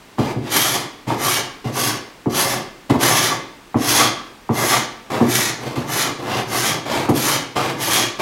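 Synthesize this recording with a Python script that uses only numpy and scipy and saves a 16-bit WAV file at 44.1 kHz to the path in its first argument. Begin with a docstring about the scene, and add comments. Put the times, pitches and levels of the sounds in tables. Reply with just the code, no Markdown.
"""In a workshop, a hand scraper works the inside of a thin wooden hull; one microphone close by, a quiet shop behind.
Between twelve quick pulls the blade is set down or slid lightly: steel clacks, the hull booms in its modes, the wood
is rubbed. In each pull it bites: random fibre fractures drive a dense rasp, a high singing edge and the planking.
Here and there come short bright crackles and brief chatter; a last light slide ends the work.
Room tails of decaying noise surround the blade, and steady shaped noise is the air of the shop."""
import sys
import numpy as np
from scipy import signal
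from scipy.fft import rfft, irfft, next_fast_len
from scipy.io import wavfile

SR = 44100
rng = np.random.default_rng(int(sys.argv[2]) if len(sys.argv) > 2 else 0)


def generate_wav(signal):
    """Clip the signal to [-1, 1] and save it as 16-bit WAV at the path in sys.argv[1]."""
    frames = np.transpose(np.atleast_2d(signal))
    scaled = np.clip(frames, -1, 1) * 32767
    pcm = np.round(scaled).astype(np.int16)
    wavfile.write(sys.argv[1], SR, pcm)


N = 362061
TIME = np.arange(N) / SR   # s

PLANKING_FOLLOWS = 0.3   # share of the change in pressure that the hull follows
TOUCH_S, LIFT_S = 0.007, 0.0074   # the blade meets and leaves the wood


# Colour of the tearing fibres, close to the blade. Each row: frequency in Hz, relative density in dB per Hz.
RASP = [(500, -14), (1200, -1.5), (2100, 2), (2750, -1.5), (3230, 3.1), (3700, -1), (5200, -0.5),
        (6300, 1.5), (7000, -4), (7700, -12), (10000, -25), (16000, -39)]
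# Colour of the singing steel edge. Each row: frequency in Hz, relative density in dB per Hz.
EDGE = [(5000, -27), (7600, -10), (8600, -1), (10200, 0), (11000, 1), (12400, 2), (13300, -6.5),
        (16000, -9.5)]


def cutting():
    """Tearing fibres drive the shaving, the steel edge and the hull together."""
    rasp, wood, edge = cut_gains()
    force = fibres(per_s=14000, spread_db=2.5, judder_db=0.96, judder_rate=300)
    heard = shifting_echoes(force, t60=0.026, echo_db=-8, rate=13)
    ringing = steel_ring(force, steel_pitch(glide_hz=480), width_hz=950)
    steel = from_db(-0.5) * colour(heard, EDGE) + from_db(-7.5) * ringing
    body = pressed(wood, force, modes_db=-4.5, dense_db=-5, bright_db=7.0)
    return from_db(-0.5) * rasp * colour(heard, RASP) + edge * steel + body


# The cutting pulls. Each row: start in seconds, length in seconds, run-up in seconds,
# pressure gained from start to end in dB, relative levels of rasp, planking and steel edge in dB,
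# ring of the steel halfway through the pull in Hz.
CUTS = [ (0.486, .42, 0.054, -12, -24, -23.5, -29, 11280), (1.151, 0.33, 0.12, 4, -21, -20.5, -25.5, 11300),
        (1.715, 0.31, 0.096, -1.5, -22.5, -23.5, -27.5, 11070),
        (2.293, 0.38, 0.13, -16, -24, -21, -28.5, 11100),
        (2.983, 0.43, 0.051, -3.5, -20.5, -20.5, -27.5, 10900),
        (3.759, 0.39, 0.16, 1.5, -17, -19.5, -22.5, 10800),
        (4.498, 0.37, 0.099, 16, -21, -20.5, -26.5, 11060),
        (5.223, 0.35, 0.11, 15, -20.5, -22, -25.5, 11310), (5.852, 0.29, 0.093, 9, -21.5, -21, -27, 11310),
        (6.444, 0.38, 0.14, 3.5, -22, -19.5, -28.4, 11060),
        (7.118, 0.34, 0.061, 12, -21.5, -26, -26, 11200), (7.75, 0.36, 0.1, 18.5, -20, -21, -26, 11000)]
CUT_BRAKE_S = 0.16   # every pull slows down over this time
RASP_SWELL_DB, PLANKING_SWELL_DB, EDGE_SWELL_DB = 26.5, 17, 36.5   # gained from rest to full speed
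EDGE_FADE_DB = 9.5   # the steel sings less and less along a pull
# in mid-stroke the blade glides and shakes the hull less (place and width as shares of the length)
GLIDE_AT, GLIDE_WIDTH, GLIDE_DIP_DB = 0.49, 0.15, 4
# harder and softer wood along the way: turns per second, spread in dB
GRAIN_PER_S, GRAIN_DB, GRAIN_PLANKING_DB = 28, 1.14, 2.83


def cut_gains():
    """Gains of rasp, planking and steel edge follow the speed and pressure of each pull and the grain of the wood."""
    rasp = wood = edge = 0
    for row in CUTS:
        contact, speed, way = stroke(row, CUT_BRAKE_S)
        press_db, rasp_db, wood_db, edge_db = row[3:7]
        press = press_db * (way - 0.5)
        slow = speed - 1
        glide = np.exp(-((way - GLIDE_AT) / GLIDE_WIDTH) ** 2)
        fade = EDGE_FADE_DB * (way ** 2 - 0.5 ** 2)
        hull_press = PLANKING_FOLLOWS * press - GLIDE_DIP_DB * glide
        rasp = rasp + contact * from_db(rasp_db + press + RASP_SWELL_DB * slow)
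        wood = wood + contact * from_db(wood_db + hull_press + PLANKING_SWELL_DB * slow)
        edge = edge + contact * from_db(edge_db + press + EDGE_SWELL_DB * slow - fade)
    grain = from_db(GRAIN_DB * drift(GRAIN_PER_S))
    wood_grain = from_db(GRAIN_PLANKING_DB * drift(GRAIN_PER_S))
    return rasp * grain, wood * wood_grain, edge * grain


def steel_pitch(glide_hz):
    """The ring of the steel sinks in the course of every pull."""
    knots = []
    for start, length, *_, hz in CUTS:
        knots += [(start, hz + glide_hz), (start + length, hz - glide_hz)]
    return np.interp(TIME, *np.transpose(knots))


def steel_ring(force, centre_hz, width_hz):
    """A resonance with a moving centre; rms 1."""
    turn = np.exp(2j * np.pi * np.cumsum(centre_hz) / SR)
    # bring the moving centre down to 0 Hz, keep a narrow band there, and bring it back up
    lowpass = signal.butter(2, width_hz / 2, fs=SR, output="sos")
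    return rms_one((turn * signal.sosfilt(lowpass, force / turn)).real)


def fibres(per_s, spread_db, judder_db, judder_rate):
    """Tiny fractures of uneven size, bunched by the stick and slip of the blade."""
    sizes = from_db(spread_db * np.minimum(rng.exponential(1, N), 5)) * rng.choice([-1, 1], N)
    happens = rng.random(N) < per_s / SR
    return rms_one(sizes * happens * from_db(judder_db * drift(judder_rate)))


def pressed(wood, force, modes_db, dense_db, bright_db):
    """A harder pull stiffens the contact: the upper modes of the hull gain while the lower ones yield."""
    body = planking(force, modes_db, dense_db)
    low = signal.sosfiltfilt(signal.butter(2, 600, fs=SR, output="sos"), body)
    push = np.clip(np.log10(wood / from_db(-21) + 1e-9), -0.5, 0.5)
    return wood * (low * from_db(-bright_db * push) + (body - low) * from_db(bright_db * push))


# Clear modes of the hull, also rung by the knocks. 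Each row: frequency in Hz,
# relative level when struck in dB, relative level when scraped in dB, time to fall 60 dB in seconds.
HULL = [(114.8, 19.5, -3.5, 0.14), (147, 14.5, 4.5, 0.14), (226, -17, -21, 0.48), (265.5, 4.5, -3, 0.12),
        (309.4, -15, 2, 0.057), (319.4, 5.5, 1, 0.18), (360, -14, -1.5, 0.047), (429.6, -2, -13, 0.66),
        (552, -29, -8, 0.26), (710.5, 3.5, 1, 0.4), (750, 13.5, -6.5, 0.037), (980, -1, -14, 0.054),
        (1110, -31, -5, 0.18), (1168.6, -47, 8, 0.13), (1702, -26, -4.5, 0.034), (2078, -28, 3.5, 0.15)]
# Colour of the dense crowd of scraped hull modes. Each row: frequency in Hz, relative density in dB per Hz.
PLANKING = [(30, -16), (92, -10), (120, 9), (145, 6.5), (175, -5.5), (250, 4), (370, 0), (600, -1),
            (900, 2), (1200, -3.5), (1400, -13), (2500, -34.5)]


def planking(force, modes_db, dense_db):
    """The scraped hull: a few clear modes over a dense crowd of others."""
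    modes = 0
    for k, (hz, _, db, t60) in enumerate(HULL):
        modes = modes + (-1) ** k * from_db(db) * ring(force, hz, t60) / np.sqrt(t60)
    return from_db(modes_db) * rms_one(modes) + from_db(dense_db) * colour(force, PLANKING)


def shifting_echoes(x, t60, echo_db, rate):
    """Reflections inside the curved hull streak the spectrum, and change as the blade travels; rms 1."""
    age, echoes = TIME[:SR // 20], 0
    for weight in travel(rate, count=4):
        response = rng.standard_normal(len(age)) * from_db(-60 * age / t60)
        echoes = echoes + weight * rms_one(signal.oaconvolve(x, response)[:N])
    return rms_one(x + from_db(echo_db) * echoes)


# The blade set down on the hull. Each row: time in seconds, relative level of the thud in dB,
# relative level of the clack in dB, pitch of the spot in Hz.
KNOCKS = [(0.184, -8.5, -18, 170), (0.356, -13, -42, 190), (1.071, -18.5, -36, 170),
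          (1.104, -14.5, -14.5, 260), (1.647, -15, -40, 210), (2.259, -10.5, -24, 250),
          (2.898, -6, -20, 261), (2.943, -14, -22, 250), (3.744, -9, -15.5, 240), (4.492, -9.5, -16.5, 221),
          (5.205, -6, -17, 390), (5.765, -14.5, -33, 220), (7.087, -5.5, -15.5, 310),
          (7.561, -23, -19, 200)]
# Colour of the thud before the spot favours its own pitch. Each row: frequency in Hz, relative density in dB per Hz.
THUD = [(30, -26), (50, -13), (80, 3), (120, -7), (175, -9.5), (235, 8.5), (400, 0), (580, -7), (800, -16),
        (1300, -61)]
# Colour of the steel's clack. Each row: frequency in Hz, relative density in dB per Hz.
CLACK = [(40, -19), (200, 11), (500, 7.5), (900, 13.5), (1200, 9.5), (1450, -5), (2200, -8), (4000, -25),
         (12000, -59)]


def knocks():
    """The steel ticks and clacks at once; the weight of the hands follows and the hull booms."""
    times, thud_db, clack_db, spot_hz = np.transpose(KNOCKS)
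    tick = ring(clicks(times, clack_db + 10.0), hz=874, t60=0.0078)
    clack = sum(from_db(db) * burst(s, rise_s=0.0015, t60=0.26) for s, db in zip(times, clack_db))
    # each spot on the hull favours the modes near its own pitch
    focus_db = 2.0   # lost one octave away; grows with the square of the distance
    modes = 0
    for k, (hz, db, _, t60) in enumerate(HULL):
        levels_db = thud_db + db - focus_db * np.log2(hz / spot_hz) ** 2
        modes = modes + (-1) ** k * ring(clicks(times + 0.00748, levels_db), hz, t60)
    # heavy landings stir the crowd of small modes far more than light ones
    crowd, stir = 0, rng.standard_normal(N)
    for s, db, centre in zip(times, thud_db, spot_hz):
        spectrum = [(hz, level - focus_db * np.log2(hz / centre) ** 2) for hz, level in THUD]
        crowd = crowd + from_db(1.165 * db) * burst(s, rise_s=0.014, t60=0.19) * colour(stir, spectrum)
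    clack = clack * colour(rng.standard_normal(N), CLACK)
    return tick + from_db(-5.5) * clack + from_db(-5.5) * crowd + from_db(-20.5) * modes


def clicks(times, levels_db):
    """One soft contact at each moment."""
    out = np.zeros(N)
    out[(times * SR).astype(int)] = from_db(levels_db)
    return signal.sosfilt(signal.butter(3, 1300, fs=SR, output="sos"), out + 1e-18)


# Colour of the light rub. Each row: frequency in Hz, relative density in dB per Hz.
RUB = [(400, 2.5), (1100, -1), (1450, 1.5), (2100, 3.5), (3700, -0.5), (6300, -7), (7800, -11.5),
       (10200, -16), (11700, -12), (13500, -24), (16000, -30)]


def sliding():
    """Between the pulls the unloaded blade only rubs and chatters."""
    rub, wood = slide_gains()
    force = fibres(per_s=4000, spread_db=2.0, judder_db=1.0, judder_rate=90)
    heard = shifting_echoes(force, t60=0.035, echo_db=-7.5, rate=10)
    body = pressed(wood, force, modes_db=-7.5, dense_db=-2.5, bright_db=5)
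    return from_db(3.5) * rub * colour(heard, RUB) + body


# The blade sliding lightly over the wood. Each row: start in seconds, length in seconds, run-up in seconds,
# pressure gained from start to end in dB, relative level of the rub in dB, relative level of the planking in dB.
SLIDES = [ (0.175, 0.18, 0.024, -5.5, -38, -26), (0.418, 0.11, 0.084, -1, -35.5, -34),
          (1.066, .12, 0.029, -10.5, -37, -25), (1.639, 0.1, .008, 1, -39.5, -30),
          (2.892, 0.11, 0.0097, -17, -40, -24), (5.098, 0.19, 0.012, -5, -36.5, -23),
          (5.577, 0.18, .07, 4, -40, -29.5), (5.751, 0.12, .01, -5, -38, -28.5),
          (6.184, 0.26, 0.19, 8, -30.5, -24.5), (6.851, 0.24, 0.09, -11, -30, -23.5),
          (7.552, 0.21, 0.017, -7.5, -31.3, -24.5), (8.185, .1, 0.019, -1, -31.5, -20)]
SLIDE_BRAKE_S = 0.065
RUB_SWELL_DB, SLIDE_PLANKING_SWELL_DB = 16.5, 7   # gained from rest to full speed


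def slide_gains():
    """Gains of rub and planking follow the speed and pressure of each slide."""
    rub = wood = 0
    for row in SLIDES:
        contact, speed, way = stroke(row, SLIDE_BRAKE_S)
        press_db, rub_db, wood_db = row[3:]
        press = press_db * (way - 0.5)
        hull_press = PLANKING_FOLLOWS * press
        rub = rub + contact * from_db(rub_db + press + RUB_SWELL_DB * (speed - 1))
        wood = wood + contact * from_db(wood_db + hull_press + SLIDE_PLANKING_SWELL_DB * (speed - 1))
    return rub, wood


def stroke(row, brake_s):
    """One movement of the hands runs up, holds and brakes: (contact 0-1, speed 0-1, share of the way done)."""
    start, length, run_up = row[:3]
    age, left = TIME - start, start + length - TIME
    contact = np.clip(np.minimum(age / TOUCH_S, left / LIFT_S), 0, 1)
    speed = np.sin(np.pi / 2 * np.clip(np.minimum(age / run_up, left / brake_s), 0, 1))
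    return contact, speed, np.clip(age / length, 0, 1)


# Short bright crackles: the blade snagging in the grain, or steel ticking as it is set down.
# Each row: time in seconds, relative level in dB.
CRACKLES = [(0.561, -9), (0.612, -15), (3.997, -23), (5.349, -8), (7.089, -23), (7.93, -9)]


def crackles():
    """A short bright crackle of many fractures, as the edge snags in the grain or the steel ticks when set down."""
    envelope = sum(from_db(db - 8) * burst(s, rise_s=0.0046, t60=0.082) for s, db in CRACKLES)
    force = fibres(per_s=13000, spread_db=-1.0, judder_db=2.0, judder_rate=320)
    return envelope * (colour(force, RASP) + from_db(-2) * colour(force, EDGE))


# The blade chattering on hard grain. Each row: time in seconds, relative level in dB.
CHATTERS = [(0.645, -24), (3.997, -16.5), (4.72, -22), (6.03, -44), (7.564, -20)]


def chatters():
    """For a moment the blade judders and two upper modes of the wood flare up."""
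    envelope = sum(from_db(db) * burst(s, rise_s=0.0091, t60=0.17) for s, db in CHATTERS)
    force = rng.standard_normal(N)
    upper = rms_one(ring(force, hz=1180, t60=0.025))
    lower = rms_one(ring(force, hz=740, t60=0.02))
    return envelope * (upper + from_db(-2.5) * lower)


def workshop(x, wet_db, gap_s):
    """Direct sound plus the room, which answers differently to each place of the blade."""
    wet = sum(signal.oaconvolve(weight * x, room_tail(gap_s))[:N] for weight in travel(rate=5, count=3))
    return x + from_db(wet_db) * wet


def travel(rate, count):
    """Slow crossfades of constant power between several places of the blade."""
    weights = np.array([drift(rate) for _ in range(count)])
    return weights / np.linalg.norm(weights, axis=0)


# Reverberation of the workshop. Each row: frequency in Hz, time to fall 60 dB in seconds.
ROOM_T60 = [(100, 0.29), (260, 0.71), (700, 0.58), (1840, 0.62), (4850, 0.51), (12800, 0.17)]


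def room_tail(gap_s):
    """A diffuse response of unit energy, built up over the gap, in which the treble dies first."""
    age, tail = TIME[:int(SR * 0.8)], 0
    edges = np.geomspace(40, 18000, 11)   # Hz
    for low, high in zip(edges, edges[1:]):
        bandpass = signal.butter(2, [low, high], "band", fs=SR, output="sos")
        band = signal.sosfilt(bandpass, rng.standard_normal(len(age)))
        tail = tail + band * from_db(-60 * age / at_hz(ROOM_T60, np.sqrt(low * high)))
    tail = tail * (1 - np.exp(-(age / gap_s) ** 2))
    return tail / np.linalg.norm(tail)


# Colour of the background in the shop. Each row: frequency in Hz, relative density in dB per Hz.
SHOP = [(15, -30), (25, -7), (41, -6), (64, -15.5), (223, -8.5), (775, -16), (1070, -15), (1400, -17.5),
        (2350, -19), (7310, -29), (11600, -35), (16000, -36)]


def shop_air():
    """The quiet air of the shop: steady noise, strongest in the bass."""
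    return from_db(-45.0) * colour(rng.standard_normal(N), SHOP)


def ring(force, hz, t60):
    """A damped resonator: a unit click sets a sine of height 1 ringing."""
    r, w = from_db(-60 / (t60 * SR)), 2 * np.pi * hz / SR
    return signal.lfilter([0.5, 0, -0.5], [1, -2 * r * np.cos(w), r * r], force + 1e-18)


def burst(start, rise_s, t60):
    """Envelope that swells and dies; top 1."""
    age = np.maximum(TIME - start, 0)
    shape = (1 - np.exp(-age / rise_s)) * from_db(-60 * np.minimum(age / t60, 4))
    return shape / (shape.max() + 1e-12)


def drift(rate):
    """Smooth chance with so many turns a second; rms 1."""
    return rms_one(np.interp(TIME * rate, np.arange(N // 20), rng.standard_normal(N // 20)))


def colour(x, spectrum):
    """Give a steady signal a spectrum; rms 1."""
    size = next_fast_len(len(x))
    hz = np.arange(size // 2 + 1) * SR / size
    shaped = rfft(x, size) * from_db(at_hz(spectrum, hz))
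    return rms_one(irfft(shaped, size)[:len(x)])


def at_hz(points, hz):
    """Read a table on a log-frequency axis."""
    known, values = np.transpose(points)
    return np.interp(np.log(np.maximum(hz, 1)), np.log(known), values)


def rms_one(x):
    """Scale to unit rms."""
    return x / np.sqrt(np.mean(x ** 2) + 1e-20)


def from_db(db):
    """Decibels to gain."""
    return 10 ** (np.asarray(db) / 20)


def scene():
    """Scraper and hull in the room, over the quiet air of the shop; the same in both channels."""
    scraping = workshop(cutting() + sliding() + crackles() + chatters(), wet_db=-7.0, gap_s=0.0018)
    work = scraping + workshop(knocks(), wet_db=-11, gap_s=0.017)
    # thin planking radiates little deep bass
    work = signal.sosfilt(signal.butter(2, 72, "high", fs=SR, output="sos"), work)
    return np.tile(work + shop_air(), (2, 1))


CUTOFF_HZ = 15850


def record(dry):
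    """The highest peaks are rounded, the top is cut."""
    rounded = dry / (1 + (dry / 0.85) ** 6) ** (1 / 6)
    return signal.sosfilt(signal.ellip(12, 0.1, 90, CUTOFF_HZ, fs=SR, output="sos"), rounded)


dry = scene()
out = record(dry)
generate_wav(out)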